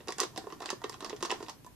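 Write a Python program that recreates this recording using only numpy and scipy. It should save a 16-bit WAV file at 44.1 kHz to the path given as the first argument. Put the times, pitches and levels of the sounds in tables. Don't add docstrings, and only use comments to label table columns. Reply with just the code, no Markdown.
import sys
import numpy as np
from scipy import signal
from scipy.fft import rfft, irfft, next_fast_len
from scipy.io import wavfile
from scipy.ndimage import uniform_filter1d

SR = 44100
rng = np.random.default_rng(int(sys.argv[2]) if len(sys.argv) > 2 else 0)


def output_pcm(signal):
    pcm = np.clip(np.atleast_2d(signal).T, -1, 1) * 32767
    wavfile.write(sys.argv[1], SR, np.round(pcm).astype(np.int16))


def linear_from_db(decibels):
    return 10 ** (np.asarray(decibels, float) / 20)


N = 77175
PORTS = np.array([[1], [-1]])

# start in seconds, crack level in dB, low thump in dB, wall ring in dB, treble share in dB.
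CREASES = [(0.0044, -43, -46.5, -55, -28), (0.0734, -38.5, -45, -42, 1), (0.0831, -24.5, -42.5, -41.5, -3),
           (0.0874, -30.5, -36, -34.5, -11), (0.1041, -29, -45.5, -38, 1.5),
           (0.1223, -26.5, -49.5, -47.5, -4), (0.1826, -22.5, -41.5, -37.5, 3),
           (0.196, -26.5, -46, -31, -6), (0.2016, -9, -40, -30, 8.5), (0.2125, -24, -36, -35, -8),
           (0.2147, -28, -42.5, -35, -13), (0.2313, -22.5, -32, -34, -22), (0.2469, -49, -53, -44, -3),
           (0.322, -63, -60, -75, 8), (0.3606, -31.5, -48.5, -40.5, -4), (0.377, -40, -38.5, -39, 15),
           (0.376, -23.5, -36.5, -38, -1), (0.4386, -62, -46, -48, 0), (0.4686, -48, -38.5, -40, -1),
           (0.5021, -38, -51, -45.5, -17), (0.5235, -32.5, -46.5, -39.5, -11), (0.5619, -64, -52, -71, -5),
           (0.6039, -33, -48, -40.5, 0), (0.619, -34, -39.5, -37.5, 1), (0.6262, -41, -48, -33.5, -9),
            (0.6404, -35, -67, -54, -15), (0.6513, -38, -47.5, -45, -8), (0.6576, -23, -47.5, -41, -5.5),
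            (0.684, -37, -49, -44.5, 2), (0.6905, -28.5, -57, -46, -16), (0.7023, -19, -49, -31, 3),
            (0.7102, -33, -65, -55, -8), (0.7278, -40, -34, -41.5, -12), (0.8165, -40.5, -60, -41, -1),
            (0.8389, -32, -62, -40.5, -21), (0.8412, -24.5, -35.5, -33, -11.5), (0.8435, -53, -40, -41, -4),
            (0.895, -28, -44.5, -39, 8), (0.923, -36, -55, -54, -2), (0.9286, -35.5, -48.5, -67, -12),
            (0.9411, -35.5, -61, -43.5, -8), (0.9792, -70, -56, -74, 0),
           (1.0059, -32, -49, -41.5, -2), (1.0243, -32.5, -39, -38, -7), (1.046, -22, -43.5, -35.5, -0.5),
           (1.096, -28, -45, -49, -5.5), (1.1046, -36, -41, -38, -15), (1.1282, -34.5, -35, -39, -21),
           (1.1636, -35.5, -71, -58, -4), (1.2066, -39.5, -49.5, -46, -5), (1.226, -20, -32, -30.5, -2),
           (1.2497, -24.5, -37.5, -33, -5.5), (1.2561, -25.5, -50, -37.5, -0.5),
           (1.2962, -31, -41, -34.5, -9), (1.2994, -26.5, -40.5, -45, -6), (1.3046, -19, -42, -33.5, -12),
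           (1.3137, -20, -41, -29, -4), (1.3218, -27.5, -33.5, -34.5, -30), (1.34, -35, -57, -45, -10),
           (1.4033, -40.5, -40.5, -38.5, -7), (1.4261, -29.5, -39.5, -42, -1.5),
           (1.4634, -42, -54, -57, -9), (1.4831, -33, -48, -38.5, -14), (1.4947, -33.5, -54, -47, 3),
           (1.6454, -43.5, -53.5, -51.5, 3), (1.6635, -41, -59.5, -46, 14),
           (0.1842, -26.5, -60, -48, 1), (0.2155, -25, -63, -34.5, -4), (0.6595, -34.5, -62, -44, -13),
              (0.7, -35, -56, -58, -10), (0.2331, -22, -45, -41, 6), (0.25, -36, -46, -47, -8),
              (0.37, -33, -63, -60, -1), (0.6225, -33, -43, -45, -6), (0.7035, -22, -63, -34, -4),
              (1.4845, -35.5, -54, -44, -8), (1.4965, -28, -58, -43, -1.5), (1.2335, -27, -44, -46, 0),
              (1.0605, -37.5, -50, -41.5, -7), (1.0355, -42, -46, -42, -8)]
# time in seconds, thump centre in Hz, wall centre in Hz, crack centre in Hz.
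POUCH_SHAPE = [(0.05, 375, 930, 3960), (0.192, 420, 1020, 5900), (0.274, 433, 960, 4950),
               (0.31, 301, 872, 4850), (0.348, 367, 820, 5060), (0.56, 336, 1010, 4050),
               (0.592, 382, 880, 5240), (0.652, 379, 836, 3930), (0.692, 397, 1110, 5800),
               (0.752, 423, 960, 5100), (0.802, 360, 1025, 3800), (1.124, 383, 940, 4940),
               (1.222, 344, 1020, 5100), (1.272, 395, 960, 4360), (1.496, 366, 966, 5100),
               (1.574, 306, 797, 4800), (1.658, 320, 965, 6000), (1.7, 324, 880, 5760)]
# frequency in Hz, level in dB, 60 dB decay in seconds.
THUMP_MODES = [(247, -10, 0.022), (311.3, -5.5, 0.044), (401.3, -1, 0.036), (452, -2.5, 0.025)]
# frequency in Hz, level in dB, 60 dB decay in seconds.
WALL_MODES = [(670, -8, 0.069), (774, -4.5, 0.044), (940, -4.5, 0.026), (1038.5, -1, 0.03),
              (1139, 1.5, 0.017), (1412, -6, 0.036), (1816, -6, 0.086)]


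def snaps():
    t = np.arange(4096) / SR
    form = np.array(POUCH_SHAPE).T
    crack, body = np.zeros((2, 2, N + 2 * len(t)))
    body_lag_s, creak_db, creak_s, creak_skip = 0.001091, -14, 0.0035, 120
    for s, crack_db, thump_db, wall_db, treble_db in CREASES:
        thump_hz, wall_hz, crack_hz = (np.interp(s, form[0], v) for v in form[1:])
        bright = linear_from_db(crack_db) * foil_crack(t, crack_hz, treble_db)
        low = pouch_walls(t, thump_db, thump_hz, wall_db, wall_hz)
        i, j = max(int(s * SR) - 16, 0), int((s + body_lag_s) * SR)
        pan = linear_from_db(0.5 * rng.standard_normal() * PORTS)
        crack[:, i:i + len(t)] += pan * bright
        body[:, j:j + len(t)] += low
        creak = (bright + low)[:, creak_skip:] * np.exp(-t[:-creak_skip] / creak_s)
        k = min(i, creak.shape[1])
        crack[:, i - k:i] += linear_from_db(creak_db) * creak[:, ::-1][:, -i:]
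    low_cut = signal.butter(2, 160, "high", fs=SR, output="sos")
    return crack[:, :N], signal.sosfilt(low_cut, body[:, :N])


# frequency in Hz, level in dB.
FOIL = [(900, -16), (1500, -2), (3000, -2), (5500, 1), (7500, -2), (10000, -8.5), (13000, -17),
        (16000, -45.5)]


def foil_crack(t, crack_hz, treble_db):
    burst_s, rise_s, after_s, after_db, unlike_db = 0.00089, 0.00015, 0.012, -9.5, -4.5
    burst = clicks(len(t), SR / 2, 4.5) * np.exp(-t / burst_s) * (1 - np.exp(-t / rise_s))
    both, left, right = (clicks(len(t), 3300, 2.5) for _ in range(3))
    after = (both + linear_from_db(unlike_db) * np.array([left, right])) * np.exp(-t / after_s)
    hz, peak_oct = crack_hz * 2 ** (0.3 * rng.standard_normal()), 0.33
    bump = [(hz * 2 ** -peak_oct, 0), (hz, 3), (hz * 2 ** peak_oct, 0)]
    tilt = [(2940, 0), (9000, treble_db), (16000, 2 * treble_db)]
    burst, after = np.roll(burst, 32), np.roll(after, 32, axis=-1)
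    for colour in (FOIL, bump, tilt):
        burst, after = shape(burst, colour), shape(after, colour)
    after = shape(after, [(5000, 0), (11000, -7)])
    return burst / np.abs(burst).max() + linear_from_db(after_db) * after / np.abs(after).max()


def pouch_walls(t, thump_db, thump_hz, wall_db, wall_hz):
    low = linear_from_db(thump_db + 5) * ring(THUMP_MODES, t, thump_hz, 9)
    low = low + linear_from_db(wall_db + 3) * ring(WALL_MODES, t, wall_hz, 17.5)
    stir_db, stir_s = -13, 0.015
    stir = linear_from_db(stir_db) * clicks(len(t), 300, 1.3) * np.exp(-t / stir_s) / 1.01
    return low + signal.fftconvolve(low, stir)[:len(t)]


def ring(modes, t, centre_hz, focus_db):
    detune, scatter_db, push_s = 0.035, 2, 0.0011
    mode_hz, db, t60 = np.array(modes).T[:, :, None]
    chance = rng.standard_normal((3, len(modes), 1))
    hz = mode_hz * (1 + detune * chance[0])
    gain = linear_from_db(db + scatter_db * chance[1] - focus_db * np.abs(np.log2(hz / centre_hz)))
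    tones = gain * np.sin(2 * np.pi * hz * t + chance[2]) * 1000. ** (-t / t60)
    y = tones.sum(axis=0) * (1 - np.exp(-t / push_s))
    return y / np.abs(y).max()


def clicks(size, per_s, rough_db):
    happen, sign, strength = rng.random((3, size))
    return (happen < per_s / SR) * np.sign(sign - 0.5) * linear_from_db(-rough_db * np.log(strength + 1e-4))


# time in seconds, rustle level in dB.
SQUEEZE = [(0.0, -65), (0.3, -63), (0.47, -57.5), (0.58, -63), (0.68, -58), (0.79, -65), (1.07, -55.5),
           (1.19, -60.5), (1.3, -55.5), (1.44, -56), (1.55, -67), (1.75, -111)]


def rustle():
    rustle_db, body_db, damping = -6.5, 8.5, 0.48
    at_s, level_db = np.array(SQUEEZE).T
    effort = linear_from_db(np.interp(np.arange(N) / SR, at_s, level_db) + rustle_db)
    ticks, t = clicks(N, 1500, 2.5), np.arange(4096) / SR
    walls = np.zeros(len(t))
    for hz, db, t60 in THUMP_MODES + WALL_MODES:
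        walls += linear_from_db(db) * np.sin(2 * np.pi * hz * t) * 1000. ** (-t / (damping * t60))
    stir = unit(signal.fftconvolve(ticks, walls)[:N])
    return effort * unit(shape(ticks, FOIL)), linear_from_db(body_db) * effort * stir


# left delay in ms, right delay in ms, left level in dB, right in dB.
MIRRORS = [
    (1.12, 1.075, -7, -11.5),
    (2.3, 2.6, -11.5, -9.5),
    (3.6, 1.5, -5.5, -9.5),
    (6.3, 7.3, -6, -18),
]


def mirrors(crack):
    left = sum(linear_from_db(left_db) * lag(crack[0], left_ms) for left_ms, _, left_db, _ in MIRRORS)
    right = sum(linear_from_db(right_db) * lag(crack[1], right_ms) for _, right_ms, _, right_db in MIRRORS)
    return np.array([left, right])


def room(x, t60, db):
    t, gap_s = np.arange(SR // 3) / SR, 0.0048
    tail = rng.standard_normal((2, len(t))) * 1000. ** (-t / t60) * (1 - np.exp(-(t / gap_s) ** 2))
    tail = tail / np.sqrt((tail ** 2).sum(axis=1, keepdims=True))
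    return linear_from_db(db) * signal.fftconvolve(x, tail, axes=1)[:, :N]


# frequency in Hz, level in dB per Hz.
HISS = [(15, -57), (25, -26), (125, 0.5), (202, -4.5), (1420, -23), (2780, -26.5), (8780, -30.5),
        (11500, -28), (15000, -29.5)]
# frequency in Hz, level in dB.
HISS_TOP = [(14300, 0), (14900, -41)]
# frequency in Hz, rms level in dB, wander in dB.
HUM = [(61.2, -68.5, 3.5), (119, -65.5, 6)]


def kitchen():
    mid, side = shape(shape(rng.standard_normal((2, N)), HISS), HISS_TOP)
    side = shape(side, [(30, 0), (120, -4), (500, -3), (3000, 0)])
    t = np.arange(N) / SR
    hum = np.zeros(N)
    for hz, db, wander_db in HUM:
        level = linear_from_db(db + wander_db * wander())
        hum += level * np.sqrt(2) * np.sin(2 * np.pi * hz * t + wander())
    return linear_from_db(-60 + 1.5) * (mid + side * PORTS) / np.std(mid) + hum


def wander():
    return unit(uniform_filter1d(uniform_filter1d(rng.standard_normal(N), 3000), 3000))


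def shape(x, points):
    n, p = next_fast_len(x.shape[-1] + 64), np.array(points, float)
    f = np.maximum(np.arange(n // 2 + 1) * SR / n, 1)
    gain = linear_from_db(np.interp(np.log(f), np.log(p[:, 0]), p[:, 1]))
    return irfft(rfft(x, n) * gain, n)[..., :x.shape[-1]]


def unit(x):
    return x / np.sqrt(np.mean(x ** 2))


def lag(x, ms):
    n = next_fast_len(len(x) + 1024)
    f = np.arange(n // 2 + 1) * SR / n
    return irfft(rfft(x, n) * np.exp(-2j * np.pi * f * ms / 1000), n)[:len(x)]


# frequency in Hz, level in dB.
LEFT_SHADE = [(5000, -1), (12000, -1.5)]


def scene():
    left_db, left_body_db, left_lag_ms = -4.5, -2.5, 0.034
    (crack, body), (tick, stir) = snaps(), rustle()
    crack, body = crack + tick, body + stir
    crack = np.array([shape(crack[0], LEFT_SHADE), crack[1]])
    crack_pan = linear_from_db(left_db / 2 * PORTS)
    near = crack * crack_pan + body * linear_from_db(left_body_db / 2 * PORTS)
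    near = np.array([lag(near[0], left_lag_ms), near[1]])
    dull = shape(crack, [(6000, 0), (12000, -5.5), (15500, -25)])
    tails = room(dull, 0.21, -6) + room(body, 0.16, -8)
    return near + mirrors(crack) * crack_pan + tails + kitchen()


def band_limit(x):
    return signal.sosfilt(signal.butter(12, 15640, fs=SR, output="sos"), x)


def record(dry):
    low_cut_hz, duck_db, duck_from_db, duck_s = 132, -14, -44.5, 0.01
    low = shape(dry, [(low_cut_hz, 0), (low_cut_hz * 4.7, -40)])
    busy = uniform_filter1d(((dry - low) ** 2).mean(axis=0), int(duck_s * SR))
    share = uniform_filter1d(busy / (busy + linear_from_db(duck_from_db) ** 2), int(duck_s * SR))
    mix = dry + low * (linear_from_db(duck_db * share) - 1)
    return band_limit(mix)


dry = scene()
out = record(dry)
output_pcm(out)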